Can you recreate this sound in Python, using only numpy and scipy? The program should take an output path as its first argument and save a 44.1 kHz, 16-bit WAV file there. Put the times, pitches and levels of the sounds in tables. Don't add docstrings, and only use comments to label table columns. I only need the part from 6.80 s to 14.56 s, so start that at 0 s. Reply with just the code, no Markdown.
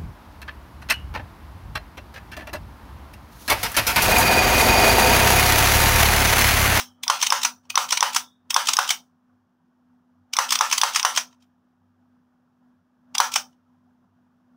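import sys
import numpy as np
from scipy import signal
from scipy.fft import rfft, irfft
from scipy.io import wavfile
from scipy.ndimage import uniform_filter1d, minimum_filter1d

SR = 44100
rng = np.random.default_rng(int(sys.argv[2]) if len(sys.argv) > 2 else 0)


def master(y):
    cut = np.clip(np.atleast_2d(y).T, -1, 1)
    pcm = np.round(cut * 32767)
    wavfile.write(sys.argv[1], SR, pcm.astype(np.int16))


N = 342216

# frequency in Hz, relative level in dB.
AIR_COLOUR = [(25, -32), (60, -21), (110, -17), (185, -4.5), (300, -15.5), (450, -16.5), (750, -12.5),
              (1250, -14.5), (1650, -17.5), (2100, -30), (3300, -30), (4200, -36), (5500, -33),
              (8000, -42.5), (16000, -41.5)]
# time in seconds, level in dB.
HUM_LEVELS = [(0, -63.5), (3.4, -66), (7.76, -64)]
# frequency in Hz, seconds to fall 60 dB.
ROOM_T60 = [(300, 0.16), (800, 0.23), (2000, 0.15), (5500, 0.23), (14600, 0.21)]
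# frequency in Hz, relative level in dB.
ROOM_COLOUR = [(200, -5.5), (600, 8), (1000, 0.5), (2000, 1.5), (4000, -2), (8000, -5), (15000, 6.5)]
# frequency in Hz, relative level in dB.
TRIGGER_COLOUR = [(100, -33.5), (330, -39), (600, -24.5), (950, 0.5), (1700, -12), (2200, -2), (3100, 1),
                  (4100, -4), (6200, 0), (7000, -7.5), (10000, -12.5), (11500, -28), (15000, -15.5)]
SEAR_COLOUR = [(100, -41.5), (600, -27), (1100, -11), (1900, -16), (2500, -8), (3100, -12), (3500, -1),
               (4000, -14.5), (5200, -1.5), (6000, 2), (6900, -18), (10000, -14), (11500, -27),
               (15000, -23.5)]
PAWL_COLOUR = [(100, -41.5), (330, -34.5), (600, -30), (1000, -2.5), (1600, -13.5), (2300, -8), (3200, 2),
               (4200, -7.5), (5500, 0.5), (7000, -5.5), (10000, -12), (11500, -22.5), (15000, -14.5)]
SLIDE_COLOUR = [(100, -37.5), (330, -38), (550, -26.5), (1000, -4), (1600, -9), (2000, -8.5), (3100, -5.5),
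                (4300, -10), (5700, -1.5), (6300, -3.5), (6900, -11), (10000, -15), (11500, -26),
                (15000, -20.5)]
CRACK_COLOUR = [(100, -39.5), (350, -32.5), (900, 0.5), (1700, -2), (2400, -6), (3000, -1.5), (4200, -8),
                (6000, -0.5), (7000, -10.5), (10000, -13.5), (11500, -24.5), (15000, -19.5)]
# frequency in Hz, relative level in dB.
BARREL_COLOUR = [(60, -46.5), (330, -46), (450, -29.5), (650, -23.5), (850, -3.5), (1050, 2.5),
                 (1280, -4.5), (1550, -17), (2500, -34.5), (6000, -62.5)]
# frequency in Hz, relative level in dB, seconds to fall 60 dB.
SHELL_MODES = [(494, -47.5, 0.3), (570, -35, .2), (753, -39, .18), (814, -34.5, .18), (876, -30, 0.28),
               (1016, -30, 0.096), (1150, -31, 0.22), (1210, -31.5, 0.26), (1349, -29.5, 0.37),
               (1430, -34.5, 0.25), (1682.5, -35.5, 0.18)]
# start in seconds, pitch in Hz, level in dB,
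# seconds to fall 60 dB.
SPRING_PINGS = [(-.02, 3160, -53, .6), (1.364, 3550, -45, .42), (4.015, 3500, -18, .05)]
# time in seconds, relative level in dB, tilt in dB per octave.
GRIP_TICKS = [(.854, -60, -3.5), (4.529, -56.5, -5.5), (4.625, -58, -1.5), (6.73, -67.5, -3)]
# landing in seconds, its tilt in dB per octave, seconds per pawl tooth,
# relative pawl level in dB.
RELEASES = [(-.02, 1.5, 0.019, -21.5), (.4276, 0.6, 0.012, -22), (.6501, -0.9, 0.016, -19),
            (1.1251, -1.5, 0.017, -21), (1.3636, -0.5, 0.015, -21.5), (1.8879, -1, 0.015, -20.5),
            (2.1063, 0.5, 0.014, -19), (3.7236, .5, 0.016, -18), (3.9276, -.5, .0132, -21.5),
            (4.1609, 0, 0.012, -21.5), (4.3756, -1, 0.012, -22), (6.5601, -1, 0.02, -22.5)]
# clack in seconds, pop in seconds, relative trigger level in dB, trigger tilt,
# relative sear level in dB, sear tilt, shell tilt. Tilts are in dB per octave; higher is brighter.
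PULLS = [(.236, 0.2991, -23.5, 4, -16.5, -1, -1.5), (0.4687, 0.5227, -15.5, 1, -14, -2, 1),
         (0.9035, 0.9751, -24.5, 1, -13, -0.9, -6), (1.1748, 1.2264, -16.5, -0.5, -14, -1.5, -1.5),
         (1.7072, 1.7628, -18, 2, -15, 0, -1), (1.9357, 1.988, -15, 2, -14.5, -.5, -4),
         (3.5363, 3.5871, -20, 2, -17.5, -1, 2), (3.756, 3.8089, -15.5, 0.1, -19.5, -0.37, 4),
         (3.9812, 4.0339, -15, 2, -13, 0, -3), (4.1976, 4.249, -18.5, -0.5, -19, -3.5, 3),
         (6.352, 6.4011, -21, -0.5, -14.5, 1, 4)]

LEAD = 4410
FLIGHT_S = .0194


def gain_of(db):
    return 10 ** (np.asarray(db) / 20)


def unit_rms(x):
    return x / np.sqrt(np.mean(x ** 2) + 1e-20)


def curve_at(points, hz):
    table_hz, value = np.transpose(points)
    return np.interp(np.log(hz + 1), np.log(table_hz + 1), value)


def add(track, start_s, sound):
    part = track[max(round(start_s * SR) + LEAD, 0):][:len(sound)]
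    part += sound[:len(part)]


def blow(sound, db):
    return sound * gain_of(db) * np.sqrt(.007 * SR / np.sum(sound ** 2))


def narrow_noise(centre_hz, width_hz):
    hz = np.fft.rfftfreq(N, 1 / SR)
    band = np.exp(-((hz - centre_hz) / width_hz) ** 2)
    return unit_rms(irfft(rfft(rng.standard_normal(N)) * band, N))


def impulse(colour, tilt=0, ripple_db=0, size=2048):
    hz = np.fft.rfftfreq(size, 1 / SR)
    ripple = unit_rms(np.convolve(rng.standard_normal(len(hz)), np.hanning(25), "same"))
    octaves = np.log2(np.clip(hz, 1000, 10000) / 4000)
    db = curve_at(colour, hz) + tilt * octaves + ripple_db * ripple
    cepstrum = irfft(np.log(gain_of(db)))
    cepstrum[1:size // 2] *= 2
    cepstrum[size // 2 + 1:] = 0
    return irfft(np.exp(rfft(cepstrum)))


def chatter(envelope, colour, tilt=0, grain=.48):
    sign, spread = rng.standard_normal((2, len(envelope)))
    contacts = envelope * np.sign(sign) * np.exp(grain * np.clip(spread, -2, 2))
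    return signal.fftconvolve(contacts, impulse(colour, tilt, ripple_db=2.2))


def clicks(rows, colour, rise_s, fall_s, grain, trim_db=0):
    out, t = np.zeros(N + LEAD), np.arange(-.012, .03, 1 / SR)
    envelope = np.exp(np.minimum(t / rise_s, -t / fall_s))
    for s, db, tilt in rows:
        add(out, s + t[0], blow(chatter(envelope, colour, tilt, grain), db + trim_db))
    return out


def background_swell(blaster, above_db=-53, lift_db=7, hold_s=.12, dip_db=-12.5, dip_s=.04):
    t = np.arange(N) / SR
    sounding = uniform_filter1d(blaster ** 2, size=441) > gain_of(above_db) ** 2
    busy = np.minimum(2 * uniform_filter1d(sounding * 1., round(hold_s * SR)), 1)
    dips = sum(np.exp(-((t - pop_s - dip_s / 2) / dip_s) ** 2) for _, pop_s, *_ in PULLS)
    return lift_db * busy + dip_db * dips


def room_tone(swell_db, hum_hz=247.8, drone_hz=97, drone_db=-75.5, air_db=-68.5):
    t, hz = np.arange(N) / SR, np.fft.rfftfreq(N, 1 / SR)
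    hum_db = np.interp(t, *np.transpose(HUM_LEVELS)) + swell_db
    rise_db = hum_db - np.median(hum_db)
    waver = narrow_noise(0, width_hz=6)
    hum = np.sqrt(2) * np.sin(2 * np.pi * hum_hz * t) * gain_of(hum_db + 2.5 * waver)
    throb = narrow_noise(drone_hz, width_hz=7)
    drone = throb * gain_of(drone_db + .6 * rise_db + 2.5 * narrow_noise(0, width_hz=6))
    spectrum = rfft(rng.standard_normal(N)) * gain_of(curve_at(AIR_COLOUR, hz))
    air = irfft(spectrum, N) / np.std(irfft(spectrum * (hz > 400), N))
    return hum + drone + air * gain_of(air_db + .8 * rise_db + .61 * waver)


def room_echo(x, build_s=.0092, wet_db=-5, reflections_per_s=4000):
    t = np.arange(SR // 2) / SR
    taps = rng.choice([-1., 1.], len(t)) * (rng.random(len(t)) < reflections_per_s / SR)
    hz, delay_s, bands = signal.stft(taps, SR, nperseg=256)
    decay_db = 60 * delay_s / curve_at(ROOM_T60, hz)[:, None]
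    bands *= gain_of(curve_at(ROOM_COLOUR, hz)[:, None] - decay_db)
    tail = signal.istft(bands, SR, nperseg=256)[1][:len(t)]
    tail *= 1 - np.exp(-(t / build_s) ** 2)
    return gain_of(wet_db) * signal.fftconvolve(x, tail / np.linalg.norm(tail))[:len(x)]


def slide_rasp(return_db=-39.5, draw_db=-37, quick_fire_s=.1):
    returns = [(s - .045, s - .0019, return_db) for s, *_ in RELEASES]
    draws = [(s + .005, clack_s, draw_db) for s, *_ in RELEASES for clack_s, *_ in PULLS
             if 0 < clack_s - s < quick_fire_s]
    nudges = [(s - .03, s + .03, tick_db - 10) for s, tick_db, _ in GRIP_TICKS]
    out = np.zeros(N + LEAD)
    for start_s, end_s, db in returns + draws + nudges:
        stroke = signal.windows.tukey(max(round((end_s - start_s) * SR), 64), .5)
        rasp = chatter(stroke, TRIGGER_COLOUR, grain=.9)[:len(stroke)]
        add(out, start_s, gain_of(db) * unit_rms(rasp))
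    return out


def pawl_ticks():
    firsts = [(s - 2 * tooth_s, db - 11, 0) for s, _, tooth_s, db in RELEASES]
    lasts = [(s - tooth_s, db, 0) for s, _, tooth_s, db in RELEASES]
    ticks = firsts + lasts + GRIP_TICKS
    return clicks(ticks, PAWL_COLOUR, rise_s=.0018, fall_s=.004, grain=.62, trim_db=.5)


def slide_slaps(slap_db=-12.93, buzz_db=-21, buzz_s=.04):
    landings = [(s, slap_db, tilt) for s, tilt, *_ in RELEASES]
    out = clicks(landings, SLIDE_COLOUR, rise_s=.0023, fall_s=.007, grain=1)
    t = np.arange(SR // 5) / SR
    buzz = np.exp(-(t / buzz_s) ** 2)
    for s, *_ in RELEASES:
        add(out, s, blow(chatter(buzz, SLIDE_COLOUR, grain=.9), buzz_db))
    return out


def trigger_clacks():
    clacks = [(s, db, tilt) for s, _, db, tilt, *_ in PULLS]
    return clicks(clacks, TRIGGER_COLOUR, rise_s=.0021, fall_s=.0044, grain=.69, trim_db=-.5)


def sear_snaps():
    snaps = [(pop_s - FLIGHT_S, db, tilt) for _, pop_s, _, _, db, tilt, _ in PULLS]
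    return clicks(snaps, SEAR_COLOUR, rise_s=.00029, fall_s=.0025, grain=.9, trim_db=-1.34)


def spring_pings():
    out, t = np.zeros(N + LEAD), np.arange(SR // 2) / SR
    onset = 1 - np.exp(-t / .0005)
    for s, hz, db, t60 in SPRING_PINGS:
        detune, phase = rng.random((2, 12, 1))
        modes_hz = hz * (1 + .11 * (detune - .5))
        cluster = unit_rms(np.sin(2 * np.pi * (modes_hz * t + phase)).sum(0))
        add(out, s, cluster * onset * gain_of(db - 60 * t / t60))
    return out


def shell_ring(build_s=.005, trim_db=.5):
    out, t = np.zeros(N + LEAD), np.arange(SR // 3) / SR
    hz, db, t60 = np.transpose(SHELL_MODES)[:, :, None]
    upper_octaves = np.log2(np.maximum(hz / np.median(hz) * np.sqrt(2), 1))
    onset = 1 - np.exp(-t / build_s)
    for _, pop_s, *_, tilt in PULLS:
        envelopes = gain_of(db + trim_db + tilt * upper_octaves - 60 * t / t60)
        modes = envelopes * np.sin(2 * np.pi * (hz * t + rng.random(hz.shape)))
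        add(out, pop_s, onset * modes.sum(0))
    return out


def tube_knock_and_rush(knock_lead_s=.037, knock_s=.016, knock_db=-37, rush_db=-31.5):
    out = np.zeros(N + LEAD)
    knock = np.hanning(round(knock_s * SR))
    rush = signal.windows.tukey(round(FLIGHT_S * SR), .5)
    for _, pop_s, *_ in PULLS:
        add(out, pop_s - knock_lead_s, blow(chatter(knock, BARREL_COLOUR), knock_db))
    for _, pop_s, *_ in PULLS:
        add(out, pop_s - FLIGHT_S, blow(chatter(rush, BARREL_COLOUR), rush_db))
    return out


def plunger_cracks(crack_s=.004, crack_db=-15.5, shudder_s=.078, shudder_db=-18.5):
    out, t = np.zeros(N + LEAD), np.arange(SR // 4) / SR
    onset = 1 - np.exp(-(t / .00095) ** 2)
    crack = onset * np.exp(-t / crack_s)
    shudder = onset * np.exp(-(t / shudder_s) ** 4)
    for _, pop_s, *_ in PULLS:
        add(out, pop_s, blow(chatter(crack, CRACK_COLOUR), crack_db))
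        add(out, pop_s, blow(chatter(shudder, CRACK_COLOUR, grain=.9), shudder_db))
    return out


def barrel_pops(db=-13):
    out = np.zeros(N + LEAD)
    for _, pop_s, *_ in PULLS:
        add(out, pop_s, blow(impulse(BARREL_COLOUR), db))
    return out


def scene():
    catches = trigger_clacks() + sear_snaps() + pawl_ticks()
    slide = slide_slaps() + slide_rasp()
    shot = barrel_pops() + tube_knock_and_rush() + plunger_cracks()
    echo = room_echo(gain_of(-2) * catches + gain_of(-5) * slide + shot)
    blaster = (catches + slide + shot + echo + shell_ring() + spring_pings())[LEAD:]
    return (blaster + room_tone(background_swell(blaster)))[None]


def suppress_noise(x, threshold_db=-50.5, depth_db=6, above_hz=400, size=512):
    frames = dict(nperseg=size, noverlap=size * 3 // 4)
    hz, _, bands = signal.stft(x, SR, **frames)
    power = uniform_filter1d(abs(bands) ** 2, size=3, axis=-1) * size
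    quiet = 1 / (1 + (power / gain_of(threshold_db) ** 2) ** 2)
    bands *= gain_of(-depth_db * quiet * (hz[:, None] > above_hz))
    return signal.istft(bands, SR, **frames)[1][:, :N]


def record(dry):
    allowed_gain = np.minimum(1, .93 / (abs(dry) + 1e-9))
    limited = dry * uniform_filter1d(minimum_filter1d(allowed_gain, size=67), size=67)
    low_pass = signal.firwin(511, 15750, window=("kaiser", 9), fs=SR)
    return signal.oaconvolve(suppress_noise(limited), low_pass[None], "same")


dry = scene()
out = record(dry)
master(out)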